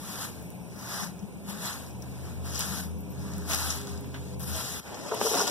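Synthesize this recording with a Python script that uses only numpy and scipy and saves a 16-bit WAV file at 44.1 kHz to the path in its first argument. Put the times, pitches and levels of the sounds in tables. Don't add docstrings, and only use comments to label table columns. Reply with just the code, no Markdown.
import sys
import numpy as np
from scipy import signal
from scipy.fft import rfft, irfft, next_fast_len
from scipy.io import wavfile
from scipy.ndimage import uniform_filter1d

SR = 44100
rng = np.random.default_rng(int(sys.argv[2]) if len(sys.argv) > 2 else 0)


def how_loud(loudness_db):
    steps = np.asarray(loudness_db, float) / 20
    return 10 ** steps


def file_out(sig):
    cols = np.atleast_2d(sig).T
    lim = np.clip(cols, -1, 1)
    pcm = np.round(lim * 32767).astype(np.int16)
    wavfile.write(sys.argv[1], SR, pcm)


N = 242882
SIZE = next_fast_len(N + 4096)
HZ, T = np.fft.rfftfreq(SIZE, 1 / SR), np.arange(N) / SR
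CUT_S, CUT_DIP_S, CUT_DIP_DB = 4.825, .016, -14

# [f/Hz, level/dB per Hz]
YARD = [(45, -6.5), (65, -4), (100, -4), (160, -7.5), (250, -12), (350, -19), (600, -25), (1000, -30),
        (1600, -65), (2300, -31.5), (3200, -49), (6000, -58), (9000, -51), (15000, -46.5)]
PATIO_DB, ALLEY_DB = -50.5, -52
WHINE_HZ, WHINE_DB = 6100, -71
# [t/s, shaft line level/dB, second line level/dB]
ENGINE = [(0.0, -60, -60), (0.44, -54, -55), (0.87, -80, -50.5), (1.11, -57, -75), (1.5, -62, -65.5),
          (1.96, -52, -47.5), (2.49, -42, -46.5), (2.75, -50.5, -51.5), (2.81, -42.5, -57.5),
          (3.17, -47, -46), (3.7, -41, -55), (3.88, -51, -48), (3.92, -43, -53), (4.02, -50, -46.5),
          (4.42, -43.5, -45), (4.52, -40.5, -48), (4.68, -59, -57), (4.8, -55, -63)]
# [t/s, f/Hz]
SHAFT = [(0, 76.8), (1.5, 75), (2.1, 80.47), (3.6, 81.7), (5.51, 81.6)]
# [t/s, level/dB]
EXHAUST = [(0, -50.5), (.9, -49), (1.06, -43), (1.64, -46.5), (1.75, -51), (2.58, -48), (2.66, -41),
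           (2.9, -40.5), (3.05, -45), (3.3, -41.5), (3.5, -45.5), (4.0, -46), (4.08, -52.5), (4.53, -40),
           (4.66, -57), (4.78, -45.5), (4.85, -68), (5.5, -46.5)]
# [f/Hz, half width/Hz, level/dB]
PIPE = [(177.6, 12, 1.5), (199.5, 6.5, -2)]
# [t/s, peak level/dB]
THROBS = [
    (1.032, -31.5),
    (1.094, -37.5),
    (1.235, -28),
    (1.362, -37.5),
    (1.49, -35.5),
    (1.545, -35),
]
THROB_HZ, THROB_S = 196.3, 0.017
# [t/s, level/dB]
DRONE = [(2.6, -79), (3.0, -53.5), (3.3, -51), (3.9, -56), (4.1, -49), (4.3, -63), (4.6, -72), (4.8, -73)]
DRONE_HZ, DRONE_WIDTH_HZ = 265, 25
# [f/Hz, wander/Hz]
FAN = [(301.5, 2.44), (404.5, 0.45), (503, 1.15)]
# [t/s, level/dB of each of its three lines]
FAN_LEVEL = [(0.0, -86, -75, -88), (1.64, -75, -56, -60), (2.0, -61, -67, -67), (2.5, -62, -57.5, -59.5),
             (2.8, -62, -70, -73), (2.95, -63.5, -58, -57), (3.2, -53.5, -57.5, -60.5),
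             (3.42, -56, -49.5, -63), (3.5, -48, -58, -58), (3.7, -62, -61, -58.5),
             (3.78, -56.5, -48, -61.5), (4.08, -63.5, -51.5, -58), (4.15, -60, -56.5, -68),
             (4.35, -55, -52, -52.5), (4.55, -58, -56.5, -55.5), (4.62, -73, -67, -61),
             (4.82, -75.5, -65, -73)]
# [t/s, f/Hz, level/dB]
RUN_DOWN = [(4.46, 497, -85), (4.52, 492, -55.5), (4.6, 465, -60.5), (4.75, 421, -55.5), (4.81, 410, -61)]

# [t/s, peak level/dB, length/s, brightness/dB per octave, main wall pitch f/Hz]
LUMPS = [(5.1137, -22, 0.018, 7, 431), (5.118, -24.5, 0.0056, 11, 460), (5.129, -24, 0.016, 1.5, 431),
         (5.141, -26.5, 0.01, -7.5, 408), (5.172, -28.5, 0.07, -5, 450), (5.2136, -13, 0.0012, -1, 430),
         (5.222, -26, 0.013, -4, 431), (5.246, -27, 0.016, -4, 448), (5.258, -25.5, 0.0047, -6, 446),
         (5.265, -19.5, 0.015, 3, 433), (5.311, -26, 0.011, 0, 428), (5.335, -18, 0.024, -1, 450),
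         (5.343, -22.5, 0.0025, 6, 443), (5.355, -25.5, 0.0041, -4, 440), (5.37, -24, 0.0094, 7, 431),
         (5.387, -27, .006, 6, 435), (5.393, -32, 0.0096, 12, 504), (5.405, -19, 0.016, 1, 439),
         (5.422, -26.5, 0.014, 13, 431), (5.439, -23, 0.0078, -15, 431), (5.472, -24.5, 0.022, 12, 444)]
# [f/Hz, level/dB, t60/s]
BIN = [(229, -5.5, 0.077), (258, -11.5, 0.13), (431, 8.5, 0.058), (560, 1.5, 0.051), (672, -5, 0.064),
       (925, -2, 0.025), (1085, -9.5, 0.031), (1330, -8.5, 0.027)]
# [t/s, peak level/dB, f/Hz, t60/s]
THUDS = [(5.1177, -28, 428, 0.12), (5.128, -25.5, 700, 0.027), (5.136, -30.5, 953, 0.056),
         (5.165, -33, 706, .04), (5.2136, -19, 810, 0.019), (5.222, -30, 240, 0.088),
         (5.2464, -22.5, 438, .12), (5.264, -20, 439, 0.093), (5.313, -25.5, 447, .1),
         (5.333, -22, 440, .08), (5.342, -21, 451, 0.068), (5.34, -24, 1404, .03), (5.352, -31, 700, 0.07),
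         (5.3565, -19.5, 276, .06), (5.372, -25, 960, 0.028), (5.393, -23, 810, 0.032),
         (5.402, -24.5, 1442, 0.06), (5.405, -24.5, 486, .05), (5.405, -23, 1000, .015),
         (5.43, -30, 794, .04), (5.476, -28, 972, .05)]
THUD_RISE_S = 0.0013
BIN_LAG, BIN_RIGHT_DB = 5, -1.5

SAND = [(0.425, -41), (0.503, -33), (2.022, -39), (2.5925, -16), (3.381, -32.5), (3.9743, -48),
        (4.009, -33), (4.396, -31.5), (5.146, -24.5)]
DUST = [(0.444, -44), (0.5467, -46), (1.8816, -57), (2.987, -43), (3.0044, -41), (3.1028, -39.5),
        (3.119, -40), (3.2, -51), (4.0582, -44)]
STEMS = [(0.791, -39.5), (1.1917, -44.5), (1.8637, -45.5), (1.908, -46), (2.022, -37.5), (2.1161, -51),
         (2.2545, -44.5), (2.4379, -53), (2.546, -31), (2.5564, -28.5), (2.566, -32), (2.577, -26),
         (2.598, -29), (3.518, -20.5), (3.557, -24), (3.7028, -21.5), (3.705, -27), (3.721, -38),
         (4.944, -34), (5.258, -23.5), (5.267, -19.5), (5.41, -19), (5.418, -21.5)]
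CHIPS = [(2.6067, -18.5), (3.3358, -32), (3.4915, -42), (3.5014, -35), (3.534, -17.5), (3.546, -18),
         (3.8134, -29.5), (3.871, -28), (3.975, -35), (5.3501, -17.5), (5.4767, -17)]
PEBBLES = [
    (3.51, -23),
    (4.044, -39.5),
    (4.146, -32.5),
    (5.2135, -19.5),
]
SNAPS = [
    (0.42, -47.5),
    (4.143, -28.5),
    (4.162, -37),
]
# [centre f/Hz, width/Hz, t60/s]
KINDS = [
    (11100, 5000, 0.025),
    (13100, 2800, 0.098),
    (5660, 2100, 0.06),
    (5560, 4200, 0.023),
    (1780, 2700, 0.2),
    (1500, 5300, 0.0028),
]

# [t/s, peak level/dB, f/Hz]
KNOCKS = [
    (3.497, -40, 658),
    (4.54, -46.5, 672),
    (4.555, -40, 640),
    (4.56, -52, 596),
]
KNOCK_T60 = 0.21
# [arrival t/s, hold/s, pressure level/dB, rise/s, fall/s; rise and fall span SPAN_DB]
STROKES = [(0.097, 0.013, -44, 0.28, 0.48), (0.225, 0.023, -40.5, 0.23, 0.0856),
           (0.794, .03, -60.5, 0.021, 2.5), (0.927, 0.11, -41.5, 0.24, 0.1),
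           (1.499, 0.012, -42, 0.062, 0.1), (1.659, 0.012, -37, 0.17, 0.26),
           (1.885, 0.0057, -58.5, 0.078, 0), (2.016, 0.0043, -61, 0.013, -1),
           (2.27, .01, -53.5, 0.46, 0.36), (2.459, 0.034, -47, 0.045, 0.52),
           (2.554, 0.023, -39.5, 0.081, 0.15), (2.6, 0.0083, -34.5, 0.031, 0.16),
           (2.702, .11, -42, 0.27, 0), (2.829, 0.01, -47, 0.28, 0.1), (3.242, 0.17, -53, 0.29, -1.5),
           (3.499, 0.012, -36, 0.041, 0.19), (3.539, 0.0032, -32, 0.062, 0.08),
           (3.596, .12, -37, 0.14, 0.25), (3.879, 0.0039, -47, 0.025, 0.27), (4.16, 0.19, -55.5, 0.2, 0),
           (4.402, 0.044, -48, 0.008, 0), (4.478, .03, -46, 0.09, -3.5), (4.561, 0.045, -37.5, 0.12, 0.2),
           (4.675, 0.055, -42.5, 0.17, -1.5)]
POUR = [
    (4.87, 0.17, -51, 0.19, .3),
    (5.09, 0.0062, -46, 0.07, 0.0065),
    (5.152, 0.021, -48, 0.069, .2),
    (5.226, 0.074, -37, 0.047, 0.9),
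    (5.39, 0.018, -32.5, 0.46, 0.14),
    (5.474, 0.0038, -32.5, 0.015, 0.08),
]
REST_DB, SPAN_DB = -68.5, 23.5
SWEEP_END_S = 4.801
# [t/s, block level/dB, bristle ring level/dB, fizz level/dB; relative to the pressure]
GRIP = [(0.0, -1.5, -8.5, -2.5), (0.6, 2, -2.5, -3), (1.13, 0.5, -18, -6), (1.44, -1.5, -18.5, -4.5),
        (1.95, -0.5, -14, -5), (2.44, -1, -5.5, -4.5), (2.545, -8, -6, -7.5), (2.625, -1.5, -8, -2),
        (2.95, 1.5, -5.5, -6), (3.46, -3.5, -7.5, -2.5), (3.8, -2.5, -20, -8.5), (4.39, -1.5, -5, 3),
        (4.51, -4.5, -8.5, -3.5), (4.826, 10, -16, -9), (4.98, 8.5, -7, -10), (5.2, 3.5, -4.5, -2),
        (5.33, 6.5, -3.5, -5.5)]
GRIP_S = 0.067
USUAL_DB = -45
BLOCK_LEAN, RING_LEAN, FIZZ_LEAN, LITTER_LEAN = -0.026, 0.03, -0.1, -0.24
# [f/Hz, level/dB per Hz]
BROOM = [(350, -3), (600, -4), (1000, -2), (1600, -1), (2300, -6), (3200, -7), (4500, -4), (5600, 0),
         (6600, -3), (8000, -5), (9000, -6), (10500, -4), (13000, -8), (15300, -13)]
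# [f/Hz, level/dB per Hz]
LITTER = [(350, -3), (600, -1), (1000, -4), (1600, -8.5), (2300, -4), (3200, 12.5), (4500, -9.5),
          (5600, -6), (6600, -8), (8000, -9.5), (9000, -14), (10500, -11), (13000, -16), (15300, -24)]
ZONES_HZ = [2100, 4800, 6400, 8800]
# [f/Hz, width/Hz, level/dB]
HEAD_RING = (1600, 2.6, 0.68)
PATCH_DB = 1.5

# [f/Hz, share from 0 to 1]
SAME = [(60, 0.95), (190, 0.95), (250, 0.79), (600, 0.77), (1200, 0.068), (2000, 0.1), (16000, 0.15)]
# [f/Hz, level/dB]
NEAR_TILT = [(60, 25), (1500, 2.5), (4500, -0.5), (5600, 14), (8000, 4), (10500, 8), (15000, 10)]
# [f/Hz, level/dB]
FAR_TILT = [(60, -0.5), (600, 3), (3000, -10), (6000, -8), (9000, -33.5), (12000, 0), (15000, 10)]
PORT_LAG_S = .0001
# [f/Hz, share from 0 to 1]
CROSS = [(60, .9), (2000, .86), (2250, .8), (2500, .62), (3300, .93), (4500, .93), (5500, .52), (6600, .58),
         (7700, .3), (8800, .2), (10500, 0)]
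CROSS_LAG = 20
CROSSING = np.clip(np.interp(HZ, *np.transpose(CROSS)), 0, 1) * np.exp(-2j * np.pi * HZ * CROSS_LAG / SR)

BANDS = [0, 8, 16, 24, 32, 40, 48, 56, 64, 72, 80, 88, 96, 108, 120, 132, 144, 160, 176, 196, 216, 240, 264, 292, 320] + list(range(352, 1025, 32))
# [f/Hz, level/dB of the stronger channel over the step]
COARSE = [(200, 24), (600, 16), (1000, 8), (1500, 4), (2000, 2), (3000, 1.5), (9000, 1), (15000, 2)]
CLICK_FINE_DB = 10
CLICK_S, CLICK_KEEP_DB = .014, -30
WEAK_DB, WEAK_SIDE_DB, WEAK_SWING_DB, QUIET_LEAN = -8.7, -12.5, 1.7, .15
FRAME_SWING_DB = 1.2
TOP_HZ, TOP_JITTER_HZ, TOP_OPEN_HZ = 15380, 120, 350


def evened(x):
    return x / np.sqrt(np.mean(x ** 2) + 1e-20)


def read(points, hz=HZ):
    f, value = np.transpose(points)
    return np.interp(np.log(hz + 1), np.log(f + 1), value)


def curves(rows):
    s, *columns = np.transpose(rows)
    return [np.interp(T, s, c) for c in columns]


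def coloured(x, gain):
    return irfft(rfft(x, SIZE) * gain, SIZE)[..., :N]


def resonate(x, hz, width):
    turn = np.exp(2j * np.pi * np.cumsum(hz * np.ones(len(x))) / SR)
    r = np.exp(-np.pi * width / SR)
    return 2 * (turn * signal.lfilter([1 - r], [1, -r], x / turn)).real


def at_ports(pair, tilt, gain=1, band_hz=None):
    a, b = rfft(pair, SIZE) * gain
    same, half = np.clip(read(SAME), 0, 1), how_loud(read(tilt) / 2)
    late = np.exp(-2j * np.pi * HZ * PORT_LAG_S)
    right = same * a * late + np.sqrt(1 - same ** 2) * b
    ports = np.array([a * half, right / half])
    if band_hz:
        inside = (HZ > band_hz[0]) & (HZ < band_hz[1])
        band = (ports.mean(0) * (1 - CROSSING))[inside]
        ports /= np.sqrt(2 * np.sum(abs(band) ** 2) / (SIZE * N))
    return irfft(ports, SIZE)[:, :N]


def far(x, band_hz=None):
    return at_ports([x, np.roll(x, 300)], FAR_TILT, 1, band_hz)


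def yard():
    s = np.arange(600) / 100
    waves = [np.sin(2 * np.pi * (f * s + rng.random())) / np.sqrt(f) for f in np.geomspace(.3, 8, 16)]
    swell = np.interp(T, s, evened(sum(waves)))
    wash = at_ports(rng.standard_normal((2, N)), FAR_TILT, how_loud(read(YARD)), (240, 700))
    wash_db = np.where(T < CUT_S, PATIO_DB, ALLEY_DB) + 0.5 * swell
    narrow = 1 / (1 + ((HZ - WHINE_HZ) / 45) ** 2)
    whine = evened(coloured(rng.standard_normal((2, N)), narrow))
    return wash * how_loud(wash_db) + how_loud(WHINE_DB) * whine * (T < CUT_S)


def line(f, wander_hz, beat_db=2.5):
    drift, beat = (np.interp(T, np.arange(120) / 20, rng.standard_normal(120)) for _ in range(2))
    cycles = np.cumsum(f + wander_hz * drift) / SR + rng.random()
    return how_loud(beat_db * beat) * np.sin(2 * np.pi * cycles)


def engine():
    shaft_db, second_db = curves(ENGINE)
    hz, = curves(SHAFT)
    out = far(line(hz, 2.73), (65, 92)) * how_loud(shaft_db)
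    out += far(line(1.61 * hz, 2.06), (112, 140)) * how_loud(second_db)
    return out * (T < CUT_S)


def exhaust():
    boom_db, = curves(EXHAUST)
    pipe = sum(how_loud(db) / (1 + ((HZ - f) / width) ** 2) for f, width, db in PIPE)
    boom = at_ports(rng.standard_normal((2, N)), FAR_TILT, pipe, (160, 225)) * how_loud(boom_db - 0.5)
    thumps = np.zeros(N)
    for s, db in THROBS:
        swell = np.exp(-((T - s) / THROB_S) ** 2)
        thumps += how_loud(db) * swell * np.sin(2 * np.pi * THROB_HZ * (T - s))
    return boom + far(thumps)


def fan():
    slow_hz, slow_db = curves(RUN_DOWN)
    out = far(line(slow_hz, 1.0, beat_db=0.0)) * how_loud(slow_db)
    for (f, wander_hz), db in zip(FAN, curves(FAN_LEVEL)):
        out += far(line(f, wander_hz, beat_db=2.4), (f - 12, f + 12)) * how_loud(db)
    return out * (T < CUT_S)


def drone():
    narrow = 1 / (1 + ((HZ - DRONE_HZ) / DRONE_WIDTH_HZ) ** 2)
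    noise = at_ports(rng.standard_normal((2, N)), FAR_TILT, narrow, (230, 300))
    return noise * how_loud(curves(DRONE)[0]) * (T < CUT_S)


def lumps():
    out, t = np.zeros(N + SR), np.arange(5000) / SR
    for s, db, length, bright_db, wall_hz in LUMPS:
        blow = rng.standard_normal(len(t)) * np.exp(-(t / length) ** 4) + 8.9 * (t == 0)
        blow = uniform_filter1d(np.pad(blow, (8, 0)), size=14)[:len(t)]
        tilt_db = np.clip(bright_db, -18, 6)
        ring = np.zeros(len(t))
        for hz, mode_db, t60 in BIN:
            level = how_loud(mode_db + tilt_db * np.log2(hz / 441)) * np.sqrt(t60)
            ring += level * resonate(blow, hz * wall_hz / 431, 1.8 / t60)
        ring = ring * np.exp(-(t / (length + .009)) ** 3)
        out[round(s * SR):][:len(t)] += how_loud(db - 4.0) * ring / abs(ring).max()
    for s, db, hz, t60 in THUDS:
        rise = 1 - np.exp(-t / THUD_RISE_S)
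        out[round(s * SR):][:len(t)] += how_loud(db - 60 * t / t60) * np.sin(2 * np.pi * hz * t) * rise
    return np.array([out[:N], how_loud(BIN_RIGHT_DB) * np.roll(out, BIN_LAG)[:N]])


def grit():
    out, t = np.zeros((2, N + SR)), np.arange(2500) / SR
    tables = (SAND, DUST, STEMS, CHIPS, PEBBLES, SNAPS)
    flicks = [row + kind for rows, kind in zip(tables, KINDS) for row in rows]
    for s, db, hz, width, t60 in flicks:
        fade = (how_loud(-60 * t / 0.0091) + .6 * how_loud(-60 * t / t60)) * np.minimum(t / .0004, 1)
        tick = 4.0 * (t == t[20])
        burst = rng.standard_normal((2, len(t))) * fade + tick
        burst = np.array([resonate(resonate(b, hz, width), hz, width) for b in burst])
        out[:, round(s * SR):][:, :len(t)] += how_loud(db) * burst / abs(burst).max()
    return at_ports(out[:, :N], NEAR_TILT)


def knocks():
    out = np.zeros(N)
    for s, db, hz in KNOCKS:
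        fade = how_loud(db - 60 * np.clip(T - s, 0, 1) / KNOCK_T60)
        out += fade * np.sin(2 * np.pi * hz * (T - s)) * (T > s)
    return out * np.ones((2, 1))


def pressure():
    s, hold, db, rise, fall = np.transpose(STROKES + POUR)[..., None]
    t = T[::64]
    before = np.maximum((s - t) / abs(rise), 0)
    after = np.maximum((t - s - abs(hold)) / abs(fall), 0)
    same_scene = (s < SWEEP_END_S) == (t < SWEEP_END_S)
    power = (how_loud(db - SPAN_DB * (before + after)) ** 2 * same_scene).sum(0) + how_loud(REST_DB) ** 2
    return np.interp(T, t, 10 * np.log10(power))


def controls():
    level_db = pressure()
    s, *grip = np.transpose(GRIP)
    held = np.array(grip)[:, np.maximum(np.searchsorted(s, T) - 1, 0)]
    head, ring, fizz = uniform_filter1d(held, round(GRIP_S * SR), axis=1)
    over = level_db - USUAL_DB
    head = head + np.where(T < CUT_S, BLOCK_LEAN, LITTER_LEAN) * over
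    return level_db, head, ring + RING_LEAN * over, fizz + FIZZ_LEAN * over


def slips(per_s, spread_db, t60):
    happens = rng.random(N) < per_s / SR
    size = how_loud(spread_db * np.minimum(rng.exponential(1, N), 4)) ** 2 * happens
    power = signal.lfilter([1], [1, -how_loud(-120 / (t60 * SR))], size)
    return power / power.mean()


def scrape(per_s, spread_db, t60, smooth):
    level_db, head_db, ring_db, fizz_db = controls()
    shared = slips(per_s=per_s, spread_db=spread_db, t60=t60)
    step = [1 / (1 + (edge / (HZ + 1)) ** 16) for edge in ZONES_HZ]
    shares = -np.diff([HZ ** 0] + step + [HZ * 0], axis=0)
    head, below, ring, above, fizz = np.sqrt(np.clip(shares, 0, 1))
    block = 1 + how_loud(HEAD_RING[2]) / (1 + (2 * (HZ - HEAD_RING[0]) / HEAD_RING[1]) ** 2)
    broom, litter = how_loud(read(BROOM)), how_loud(read(LITTER))

    def zone(gain, band_hz, db, sparse=1):
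        own = slips(per_s=per_s / sparse, spread_db=spread_db, t60=t60 / np.sqrt(sparse))
        power = smooth + (1 - smooth) * (shared + own) / 2
        noise = rng.standard_normal((2, N)) * np.sqrt(abs(power))
        return at_ports(noise, NEAR_TILT, gain, band_hz) * how_loud(level_db + db)

    broom_head = broom * head * block / np.sqrt(1 + (650 / (HZ + 1)) ** 8)
    litter_head = litter * head / np.sqrt(1 + (230 / (HZ + 1)) ** 8)
    below = below / np.sqrt(1 + (2250 / (HZ + 1)) ** 6)
    out = zone(broom_head, (700, 1900), head_db) * (T < CUT_S)
    out += zone(litter_head, (250, 1900), head_db - 4.5) * (T >= CUT_S)
    out += zone(broom * below, (2500, 15000), -4.5)
    out += zone(broom * above, (2500, 15000), -5.5)
    out += zone(broom * ring, (5000, 6200), ring_db, sparse=8.2)
    return out + zone(broom * fizz, (9000, 15000), fizz_db, sparse=2.6)


def patchy(x):
    z = signal.stft(x, nperseg=256, noverlap=128)[2]
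    patches = uniform_filter1d(rng.standard_normal(z.shape[1:]), size=3, axis=0)
    patches = evened(uniform_filter1d(patches, size=5, axis=1))
    z = z * how_loud(PATCH_DB * patches - PATCH_DB ** 2 / 2.5)
    return signal.istft(z, nperseg=256, noverlap=128)[1][:, :N]


def scene():
    dip = how_loud(CUT_DIP_DB * np.exp(-((T - CUT_S) / CUT_DIP_S) ** 2))
    background = yard() + engine() + exhaust() + fan() + drone()
    sweeping = patchy(scrape(per_s=360, spread_db=3.5, t60=0.018, smooth=0.81))
    return background * dip + lumps() + grit() + knocks() + sweeping


def widened(ports):
    return ports - coloured(ports[::-1], CROSSING)


def starved(pair, weak_db, lo_hz, edges):
    power = np.add.reduceat(abs(pair) ** 2, edges, axis=1)
    strong = power > power[::-1] * how_loud(2 * weak_db)
    keep = np.repeat(strong, np.diff(np.append(edges, pair.shape[1])), 1)
    keep[:, :int(lo_hz * 2048 / SR)] = True
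    return pair * keep


def rounded(pair, fine_db):
    width = np.diff(np.append(BANDS[:-1], 1024))[:, None]
    power = np.add.reduceat(pair ** 2, BANDS[:-1], axis=1).max(0)
    rms = np.sqrt(power / width + 1e-24)
    step = np.repeat(rms, width[:, 0], axis=0) / how_loud(fine_db)
    return np.sign(pair) * step * np.floor(abs(pair / step) ** .75 + .4054) ** (4 / 3)


def thinned(wide):
    lead, count = 1503, N // 1024 + 3
    n, k = np.arange(2048)[:, None], np.arange(1024) + .5
    window = signal.windows.kaiser_bessel_derived(2048, 4 * np.pi)[:, None]
    lapped = np.cos(np.pi / 1024 * (n + 512.5) * k) * window
    halves = np.pad(wide, ((0, 0), (lead, (count + 1) * 1024 - N - lead))).reshape(2, -1, 1024)
    z = (np.concatenate([halves[:, :-1], halves[:, 1:]], axis=2) @ lapped).transpose(0, 2, 1)
    hz, s = k * SR / 2048, ((np.arange(count) + 1) * 1024 - lead) / SR

    treble = uniform_filter1d(np.diff(wide[0], 2) ** 2, 128)
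    level_db = 10 * np.log10(np.interp(s, T[2:], abs(uniform_filter1d(treble, 2048))) + 1e-12)
    sharp_s = np.array(SAND + CHIPS + PEBBLES + SNAPS + STEMS[:2])[:, :1]
    click = (abs(s - sharp_s) < CLICK_S).any(0)
    band_swing = evened(uniform_filter1d(rng.standard_normal((len(BANDS) - 1, len(s))), 2))
    frame_swing = evened(uniform_filter1d(rng.standard_normal(len(s)), size=4))
    swing_db = WEAK_SWING_DB * band_swing + FRAME_SWING_DB * frame_swing + CLICK_KEEP_DB * click
    swing_db = swing_db - QUIET_LEAN * (level_db - np.median(level_db))

    z = starved(z, WEAK_SIDE_DB, 9000, edges=np.arange(0, 1024, 8))
    pair = np.array([z[0] + z[1], z[0] - z[1]]) / 2
    pair = starved(pair, WEAK_DB + swing_db, 1640, edges=BANDS[:-1])
    mid, side = rounded(pair, read(COARSE, hz)[:, None] + CLICK_FINE_DB * click)
    top_hz = TOP_HZ + TOP_JITTER_HZ * rng.standard_normal(len(s)) + TOP_OPEN_HZ * click
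    z = np.array([mid + side, mid - side]) * (hz[:, None] < top_hz)

    back = z.transpose(0, 2, 1) @ lapped.T / 512
    out = (back[:, 1:, :1024] + back[:, :-1, 1024:]).reshape(2, -1)
    return out[:, lead - 1024:lead - 1024 + N]


def top_cut(x):
    return signal.sosfilt(signal.butter(12, 16490, fs=SR, output="sos"), x)


def record(dry):
    bass_cut = 1 / np.sqrt(1 + (58 / (HZ + 1)) ** 8)
    mix = thinned(coloured(widened(dry), bass_cut))
    return top_cut(mix)


dry = scene()
out = record(dry)
file_out(out)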